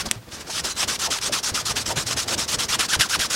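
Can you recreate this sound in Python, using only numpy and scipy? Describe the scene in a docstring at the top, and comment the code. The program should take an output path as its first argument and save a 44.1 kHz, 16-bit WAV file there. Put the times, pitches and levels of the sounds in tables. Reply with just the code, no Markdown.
"""A cloth is rubbed quickly to and fro along the edge of a leather strap at a wooden workbench.
Each stroke is shaped noise: hiss, rasp and dull drag where the press is hardest, and a rough weave note
that follows the hand's speed. A sharp snap (damped sines) follows two opening strokes; a faint one comes later.
Thuds are decaying sines; scuffs, catches, brushes, a squeak, a strap drone, rumble and sleeve rustle are noise.
All of it rings in a small workshop over a faint steady hiss."""
import sys
import numpy as np
from scipy import signal
from scipy.fft import rfft, irfft
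from scipy.io import wavfile

SR = 44100
rng = np.random.default_rng(int(sys.argv[2]) if len(sys.argv) > 2 else 0)


def dump_mix(stems):
    """Bounce the given channels to the path in sys.argv[1] as a 16-bit WAV at rate SR."""
    frames = np.atleast_2d(stems).T  # one column per channel
    limited = np.clip(frames, -1, 1)  # hard clip at full scale
    pcm = np.round(limited * 32767).astype(np.int16)
    wavfile.write(sys.argv[1], SR, pcm)


N = 147735  # samples

# Strokes that bear down late. Each row: start in seconds, end in seconds, hiss level in dB, rasp level in dB,
# weave note level in dB, weave note near full speed in Hz.
PUSH_STROKES = [(-.06, 0.026, -25.5, -29.5, -37, 1400), (0.496, 0.612, -28.5, -29, -42, 1404),
                (0.761, .851, -25.5, -23.5, -32, 1300), (.991, 1.077, -24, -28.5, -33, 1350),
                (1.211, 1.294, -25, -34, -38, 1300), (1.429, 1.512, -25, -31.5, -35, 1400),
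                (1.651, 1.727, -24, -33, -29, 1300), (1.857, 1.931, -25.7, -32, -35, 1000),
                (2.063, 2.142, -24.5, -30.5, -40, 1300), (2.277, 2.353, -23.5, -32.5, -34.5, 1250),
                (2.478, 2.560, -24, -27, -36, 1400), (2.683, 2.764, -24, -22.5, -27.5, 1450),
                (2.884, 2.964, -24, -19.5, -22, 1650), (3.089, 3.169, -24.5, -20.5, -25, 1549),
                (3.299, 3.385, -22, -23.5, -29.5, 1500)]
# Strokes that bear down early. Each row: the same columns as the pushes.
PULL_STROKES = [(.055, .078, -31.5, -35, -33, 1194), (.637, .734, -28, -28, -39, 1500),
                (.876, .967, -26, -24.5, -35.5, 1310), (1.103, 1.189, -26, -24.5, -33, 1250),
                (1.321, 1.406, -25.5, -25, -30, 1300), (1.540, 1.624, -26, -26, -30, 1300),
                (1.756, 1.834, -26.5, -25.5, -39, 1350), (1.958, 2.039, -26.5, -27, -37, 1300),
                (2.165, 2.248, -25.5, -27.5, -41, 1250), (2.377, 2.458, -26, -29, -38.5, 1300),
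                (2.584, 2.663, -25.5, -25.5, -36, 1343), (2.788, 2.868, -25, -19.5, -29, 1458),
                (2.992, 3.072, -26, -15, -25.5, 1648), (3.190, 3.273, -24.5, -21.5, -28.5, 1606)]
# Shape of a stroke. The row: hardest press, press width, fastest point (all shares of the stroke),
# hiss change over the stroke in dB, loudest note with a light rasp, with a hard rasp (shares of the stroke).
PUSH_STROKE_SHAPE = (.68, .21, .52, .5, .64, 0.66)
PULL_STROKE_SHAPE = (0.27, 0.19, 0.31, -6, .52, 0.46)
# Spectrum of the rubbing hiss. Each row: frequency in Hz, relative level in dB.
HISS_SPECTRUM = [(150, -24), (500, -17), (900, -10.5), (1300, -4.5), (2200, -7.5), (3400, -3), (4200, -2.5),
                 (5400, 1.5), (6600, -2), (8000, -5), (10000, -10), (12500, -19), (16000, -25)]
# Spectrum of the rasp under hard fingers. Each row: frequency in Hz, relative level in dB.
RASP_SPECTRUM = [(150, -16.5), (500, -12.5), (900, -9), (1600, 0), (2200, -3.5), (2800, 2), (3500, 2.5),
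                 (4200, -1.5), (5500, -2.5), (7500, -7.5), (10000, -8), (12500, -17.5), (16000, -32)]
# Spectrum of the dull drag. Each row: frequency in Hz, relative level in dB.
DRAG_SPECTRUM = [(40, -16), (130, -2.5), (300, -2), (800, -2.5), (1500, -2), (2400, -9), (16000, -53)]
# Drag level by stroke start. Each row: time in seconds, level in dB.
DRAG_LEVELS = [(.3, -42), (.65, -36), (1.5, -37), (2.0, -34.5), (2.6, -35.5), (3.1, -40.5)]
# The cloth bunches and scuffs. Each row: middle in seconds, half length in seconds, level in dB,
# pitch in Hz, glide in octaves per half length.
CLOTH_SCUFFS = [(0.069, 0.011, -34, 600, 0), (0.499, 0.012, -34.5, 750, .3),
                (0.654, 0.012, -36.5, 479.6, 0.29), (0.833, .012, -31.5, 758, -.5),
                (1.083, 0.023, -32.5, 742, -.5), (1.322, .015, -37, 520.5, 0.31),
                (1.917, 0.022, -29, 722, -0.246), (1.975, 0.022, -36.5, 420, -.3),
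                (2.178, .012, -33.5, 649.4, .4), (2.32, 0.05, -34, 520, -0.38)]
# The cloth catches briefly on the edge. Each row: middle in seconds, half length in seconds, level in dB.
EDGE_CATCHES = [(.089, 0.0024, -35), (.322, 0.0027, -39), (0.322, 0.0031, -37.5), (.961, 0.0048, -27.5),
                (1.188, 0.0038, -26.5), (1.769, 0.0055, -23.5), (2.07, 0.0037, -32), (2.934, 0.0043, -18.5)]
# Light brushes as the cloth is laid on the edge. Each row: middle in seconds, half length in seconds, level in dB.
CLOTH_BRUSHES = [(.346, 0.029, -36), (.412, 0.016, -36), (.486, .018, -37.5)]
# Faint leather squeak. The row: middle in seconds, half length in seconds (sign has no effect), level in dB,
# pitch in Hz, bandwidth in Hz.
LEATHER_SQUEAK = (.747, -0.5, -43, 4022, 120)
# Drone of the taut strap. The row: middle in seconds, half length in seconds, level in dB, pitch in Hz,
# bandwidth in Hz.
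STRAP_DRONE = (2, .33, -39.5, 108, 70)
# Soft blows of hand and strap on the bench. Each row: start in seconds, level in dB, ring in Hz, t60 in seconds.
BENCH_THUDS = [(.0548, -22, 220, 0.024), (.072, -27, 75, 0.047), (.072, -22, 225, 0.033),
               (.162, -30.5, 113, 0.25), (1.296, -17, 590, 0.029), (1.517, -26.5, 85, 0.07),
               (1.972, -23, 149, .08), (2.268, -28, 260, .04), (2.966, -24, 75.4, 0.15),
               (2.99, -16.5, 130, 0.047), (3.191, -29, 66, 0.093)]
# Spectrum of strap and bench rumble. Each row: frequency in Hz, relative level in dB.
RUMBLE_SPECTRUM = [(20, -25), (45, -6.5), (72, 0.5), (115, -4), (160, -4.5), (230, -4), (320, -6),
                   (500, -8.5), (800, -16.5), (1500, -23.5), (4000, -26.5), (16000, -53)]
# Rumble level over time. Each row: time in seconds, level in dB.
RUMBLE_LEVELS = [(0, -45), (.12, -44), (.24, -47.5), (.45, -41.5), (.85, -43.5), (1.6, -43), (1.95, -38.5),
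                 (2.3, -39.5), (2.7, -39.5), (3.0, -43), (3.35, -39.5)]
# Spectrum of sleeve rustle. Each row: frequency in Hz, relative level in dB.
SLEEVE_SPECTRUM = [(100, -7), (600, -1), (1400, 1), (2500, -4.5), (5000, -4.5), (9000, -14.5), (12500, -22),
                   (16000, -25)]
# Sleeve level over time. Each row: time in seconds, level in dB.
SLEEVE_LEVELS = [(0, -40.5), (.13, -42), (.21, -52.5), (.29, -48), (.35, -38.5), (.45, -44), (1, -43.5),
                 (3.35, -41)]
# Snaps. Each row: start in seconds, level in dB.
SNAP_EVENTS = [(.1126, 0), (.756, -28)]
# Ringing modes of a snap. Each row: frequency in Hz, level in dB, t60 in seconds.
SNAP_RINGS = [(262, -23, 0.026), (1220, -15.5, .005), (2020, -7, 0.0049), (2800, -3, 0.0034),
              (3500, -4.5, 0.0038), (5700, -3, 0.0031), (7760, -1, 0.0029), (9030, -4.5, 0.0034),
              (10600, -7.5, 0.0035), (12100, -10, .002)]
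# Snap reflections from bench and body. Each row: delay in seconds, level in dB.
SNAP_ECHOES = [(.0012, -25), (.0027, -16), (.0043, -24), (.0054, -16.5), (.0066, -23)]

OVERHANG_S, TRAIL_S, ATTACK_S, RELEASE_S = .005, .010, .013, .025
HISS_SPEED_POWER, GRIP_WANDER_DB = .12, 1.03
LIGHT_RASP_DB, HARD_RASP_DB = -24, -20
DRAG_SPREAD, NOTE_SPREAD = .38, .19  # shares of the stroke
NOTE_JITTER, NOTE_JITTER_HZ, NOTE_ROUGH_DB = .07, 320, 3.0  # jitter as a share of pitch, rms
NOTE_BEND, OCTAVE_DB = .6, -8
FIBRES_PER_S, FIBRE_SPREAD_DB, FIBRE_SHARE = 9000, 1.7, .33  # share of drive power
PATCH_DB, PATCH_HZ, PATCH_S = 2, 450, .016
FLEX_DB, FLEX_LAG_S, FLEX_WIDTH_S = -12, .022, .028  # level relative to the push's hiss
SCUFF_WIDTH_HZ = 560
ROOM_T60_S, ROOM_DB = .19, -19
STEADY_HISS_DB, EDGE_HZ = -56, 15950


def amp(db):
    """Decibels to gain."""
    return 10 ** (np.asarray(db) / 20)


def unit(x):
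    """Scales to rms 1."""
    return x / np.sqrt(np.mean(x ** 2) + 1e-20)


def add(mix, start_s, sound):
    """Mixes a sound in at a time, trimming what falls outside."""
    at = round(start_s * SR)
    sound = sound[max(-at, 0):]
    part = mix[max(at, 0):][:len(sound)]
    part += sound[:len(part)]


def level_at(t, rows):
    """Gain read off a table of times and dB levels."""
    return amp(np.interp(t, *np.transpose(rows)))


def bump(t, width):
    """Gaussian swell around zero, down to 1/e at the width."""
    return np.exp(-(t / width) ** 2)


def colour(x, spectrum):
    """Filters a sound to a spectrum, at rms 1."""
    hz, db = np.transpose(spectrum)
    f = np.fft.rfftfreq(len(x), 1 / SR)
    gain = amp(np.interp(np.log(f + 1), np.log(hz), db))
    return unit(irfft(rfft(x) * gain, len(x)))


def wander(n, rate_hz):
    """Smooth random curve of rms 1, rolled off above a rate."""
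    f = np.fft.rfftfreq(n, 1 / SR)
    lowpass = (f > 0) / (1 + (f / rate_hz) ** 4)
    return unit(irfft(rfft(rng.standard_normal(n)) * lowpass, n))


def fuzzy(hz, width_hz):
    """A narrow band of noise that follows a pitch curve."""
    n = len(hz)
    phase = 2 * np.pi * np.cumsum(hz) / SR
    in_phase = wander(n, width_hz / 2) * np.cos(phase)
    quadrature = wander(n, width_hz / 2) * np.sin(phase)
    return unit(in_phase + quadrature)


def friction(n, spectrum, rough_db, rough_hz):
    """Random fibre catches over smooth noise, with a rough level."""
    caught = rng.random(n) < FIBRES_PER_S / SR
    strength = amp(FIBRE_SPREAD_DB * np.minimum(rng.exponential(1, n), 4))
    fibres = unit(rng.standard_normal(n) * strength * caught)
    drive = np.sqrt(FIBRE_SHARE) * fibres + np.sqrt(1 - FIBRE_SHARE) * rng.standard_normal(n)
    return colour(drive * amp(rough_db * wander(n, rough_hz)), spectrum)


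def room(x):
    """Workshop tail: decaying, dulled noise convolved with the sound."""
    t = np.arange(SR // 2) / SR
    decay = amp(-60 * t / ROOM_T60_S) * (t > .004)
    tail = unit(rng.standard_normal(len(t)) * decay) / np.sqrt(len(t))
    tail = signal.lfilter(*signal.butter(1, 7000, fs=SR), tail)
    return x + amp(ROOM_DB) * signal.fftconvolve(x, tail)[:N]


def steady_hiss():
    """Faint white noise at constant level."""
    return amp(STEADY_HISS_DB) * rng.standard_normal(N)


def rumble():
    """Strap and bench rumble: low noise made lumpy by a wandering level."""
    lumpy = rng.standard_normal(N) * amp(2.77 * wander(N, rate_hz=42))
    return colour(lumpy, RUMBLE_SPECTRUM) * level_at(np.arange(N) / SR, RUMBLE_LEVELS)


def sleeves():
    """Sleeve rustle: cloth friction at a slowly changing level."""
    rustle = friction(N, SLEEVE_SPECTRUM, rough_db=2.0, rough_hz=70)
    return rustle * level_at(np.arange(N) / SR, SLEEVE_LEVELS)


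def strap_drone():
    """The taut strap drones: a low noise band that swells once."""
    middle_s, half_s, db, hz, width_hz = STRAP_DRONE
    swell = bump(np.arange(N) / SR - middle_s, half_s)
    return amp(db) * swell * fuzzy(np.full(N, hz), width_hz)


def thuds():
    """Soft blows: one damped sine each, with a softened onset."""
    out, t = np.zeros(N), np.arange(SR // 3) / SR
    onset = 1 - np.exp(-t / .00083)
    for start_s, db, hz, t60_s in BENCH_THUDS:
        add(out, start_s, amp(db - 60 * t / t60_s) * np.sin(2 * np.pi * hz * t) * onset)
    return out


def snaps():
    """Dry snaps: damped modes of alternating sign, then near echoes."""
    out, t = np.zeros(N), np.arange(2048) / SR
    ring = np.zeros(len(t))
    for k, (hz, db, t60_s) in enumerate(SNAP_RINGS):
        ring += (-1) ** k * amp(db - 60 * t / t60_s) * np.sin(2 * np.pi * hz * t)
    for start_s, db in SNAP_EVENTS:
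        add(out, start_s, amp(db) * ring)
    direct = out.copy()
    for delay_s, db in SNAP_ECHOES:
        add(out, delay_s, amp(db) * direct)
    return out


def cloth_details():
    """Scuffs and squeak as narrow noise bands; catches and brushes as short bursts of rasp and hiss colour."""
    out, t = np.zeros(N), np.arange(-4096, 4096) / SR
    for middle_s, half_s, db, hz, glide in CLOTH_SCUFFS:
        pitch_hz = hz * 2 ** (glide * np.clip(t / half_s, -2, 2))
        add(out, middle_s + t[0], amp(db) * bump(t, half_s) * fuzzy(pitch_hz, SCUFF_WIDTH_HZ))
    middle_s, half_s, db, hz, width_hz = LEATHER_SQUEAK
    add(out, middle_s + t[0], amp(db) * bump(t, half_s) * fuzzy(np.full(len(t), hz), width_hz))
    for rows, spectrum in ((EDGE_CATCHES, RASP_SPECTRUM), (CLOTH_BRUSHES, HISS_SPECTRUM)):
        for middle_s, half_s, db in rows:
            burst = colour(rng.standard_normal(len(t)), spectrum)
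            add(out, middle_s + t[0], amp(db) * bump(t, half_s) * burst)
    return out


def strap_flex():
    """The strap flexes just after each push: a soft swell of rumble."""
    out, t = np.zeros(N), np.arange(-4096, 4096) / SR
    for _, end_s, hiss_db, *_ in PUSH_STROKES:
        flex = colour(rng.standard_normal(len(t)), RUMBLE_SPECTRUM) * bump(t, FLEX_WIDTH_S)
        add(out, end_s + FLEX_LAG_S + t[0], amp(FLEX_DB + hiss_db) * flex)
    return out


def folds(x):
    """Shifting folds of cloth: blurred random gains over time and frequency."""
    hz, t, z = signal.stft(x, SR, nperseg=256)
    across = np.fft.fftfreq(len(hz), hz[1])[:, None]
    along = np.fft.fftfreq(len(t), t[1])
    blur = np.exp(-(across * PATCH_HZ * 2) ** 2 - (along * PATCH_S * 2) ** 2)
    patches = unit(np.fft.ifft2(np.fft.fft2(rng.standard_normal(z.shape)) * blur).real)
    _, patched = signal.istft(z * amp(PATCH_DB * patches), SR, nperseg=256)
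    return unit(patched[:len(x)])


def weave(hz):
    """Threads catch one after another: a jittery, rough tone with its octave."""
    n = len(hz)
    jittered_hz = hz * (1 + NOTE_JITTER * wander(n, NOTE_JITTER_HZ))
    phase = 2 * np.pi * np.cumsum(jittered_hz) / SR
    tone = np.sin(phase) + amp(OCTAVE_DB) * np.sin(2 * phase)
    return unit(tone * amp(NOTE_ROUGH_DB * wander(n, NOTE_JITTER_HZ / 2)))


def stroke(row, shape):
    """One pass: hiss throughout, rasp and drag around the hardest press, a note that follows speed."""
    start_s, end_s, hiss_db, rasp_db, note_db, note_hz = row
    press_at, press_width, fastest_at, slope_db, light_at, hard_at = shape
    t = np.arange(8192) / SR
    n, length_s = len(t), end_s - start_s + OVERHANG_S + TRAIL_S
    u = np.clip(t / length_s, 0, 1)  # share of the stroke
    attack = np.sin(np.pi / 2 * np.clip(t / ATTACK_S, 0, 1)) ** 2
    release = np.sin(np.pi / 2 * np.clip((length_s - t) / RELEASE_S, 0, 1)) ** 2
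    moving = attack * release

    travel = (t - OVERHANG_S) / (end_s - start_s + OVERHANG_S / 2)
    swing = np.interp(travel, [0, fastest_at, 1], [0, .5, 1])
    speed = np.abs(np.sin(np.pi * swing) + .02) ** NOTE_BEND

    hiss_level = amp(hiss_db + slope_db * (u - .5) + GRIP_WANDER_DB * wander(n, rate_hz=31))
    hiss = hiss_level * speed ** HISS_SPEED_POWER
    hiss = hiss * folds(friction(n, HISS_SPECTRUM, rough_db=.67, rough_hz=140))

    press = bump(u - press_at, press_width)
    rasp = amp(rasp_db) * press * folds(friction(n, RASP_SPECTRUM, rough_db=1.3, rough_hz=220))

    drag_level = level_at(start_s, DRAG_LEVELS) * bump(u - press_at, DRAG_SPREAD)
    drag = drag_level * friction(n, DRAG_SPECTRUM, rough_db=2.5, rough_hz=80)

    # a harder rasp moves the note's loudest point
    note_at = np.interp(rasp_db, [LIGHT_RASP_DB, HARD_RASP_DB], [light_at, hard_at])
    note_level = amp(note_db) / (1 + ((u - note_at) / NOTE_SPREAD) ** 2)
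    note = weave(note_hz * speed) * note_level
    return start_s - OVERHANG_S, moving * (hiss + rasp + drag) + np.sqrt(moving) * note


def rubbing():
    """All pushes and pulls of the cloth along the strap edge."""
    out = np.zeros(N)
    for rows, shape in ((PUSH_STROKES, PUSH_STROKE_SHAPE), (PULL_STROKES, PULL_STROKE_SHAPE)):
        for row in rows:
            add(out, *stroke(row, shape))
    return out


def scene():
    """All sources in the workshop, over the steady hiss."""
    background = rumble() + sleeves() + strap_drone() + thuds()
    cloth = cloth_details() + strap_flex() + rubbing()
    return (room(background + snaps() + cloth) + steady_hiss())[None]


def record(dry):
    """Hard clip at full scale, then a linear-phase lowpass."""
    clipped = np.clip(dry, -1, 1)
    lowpass = signal.firwin(511, EDGE_HZ, window=("kaiser", 9), fs=SR)
    return signal.oaconvolve(clipped, lowpass[None], "same")


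dry = scene()
out = record(dry)
dump_mix(out)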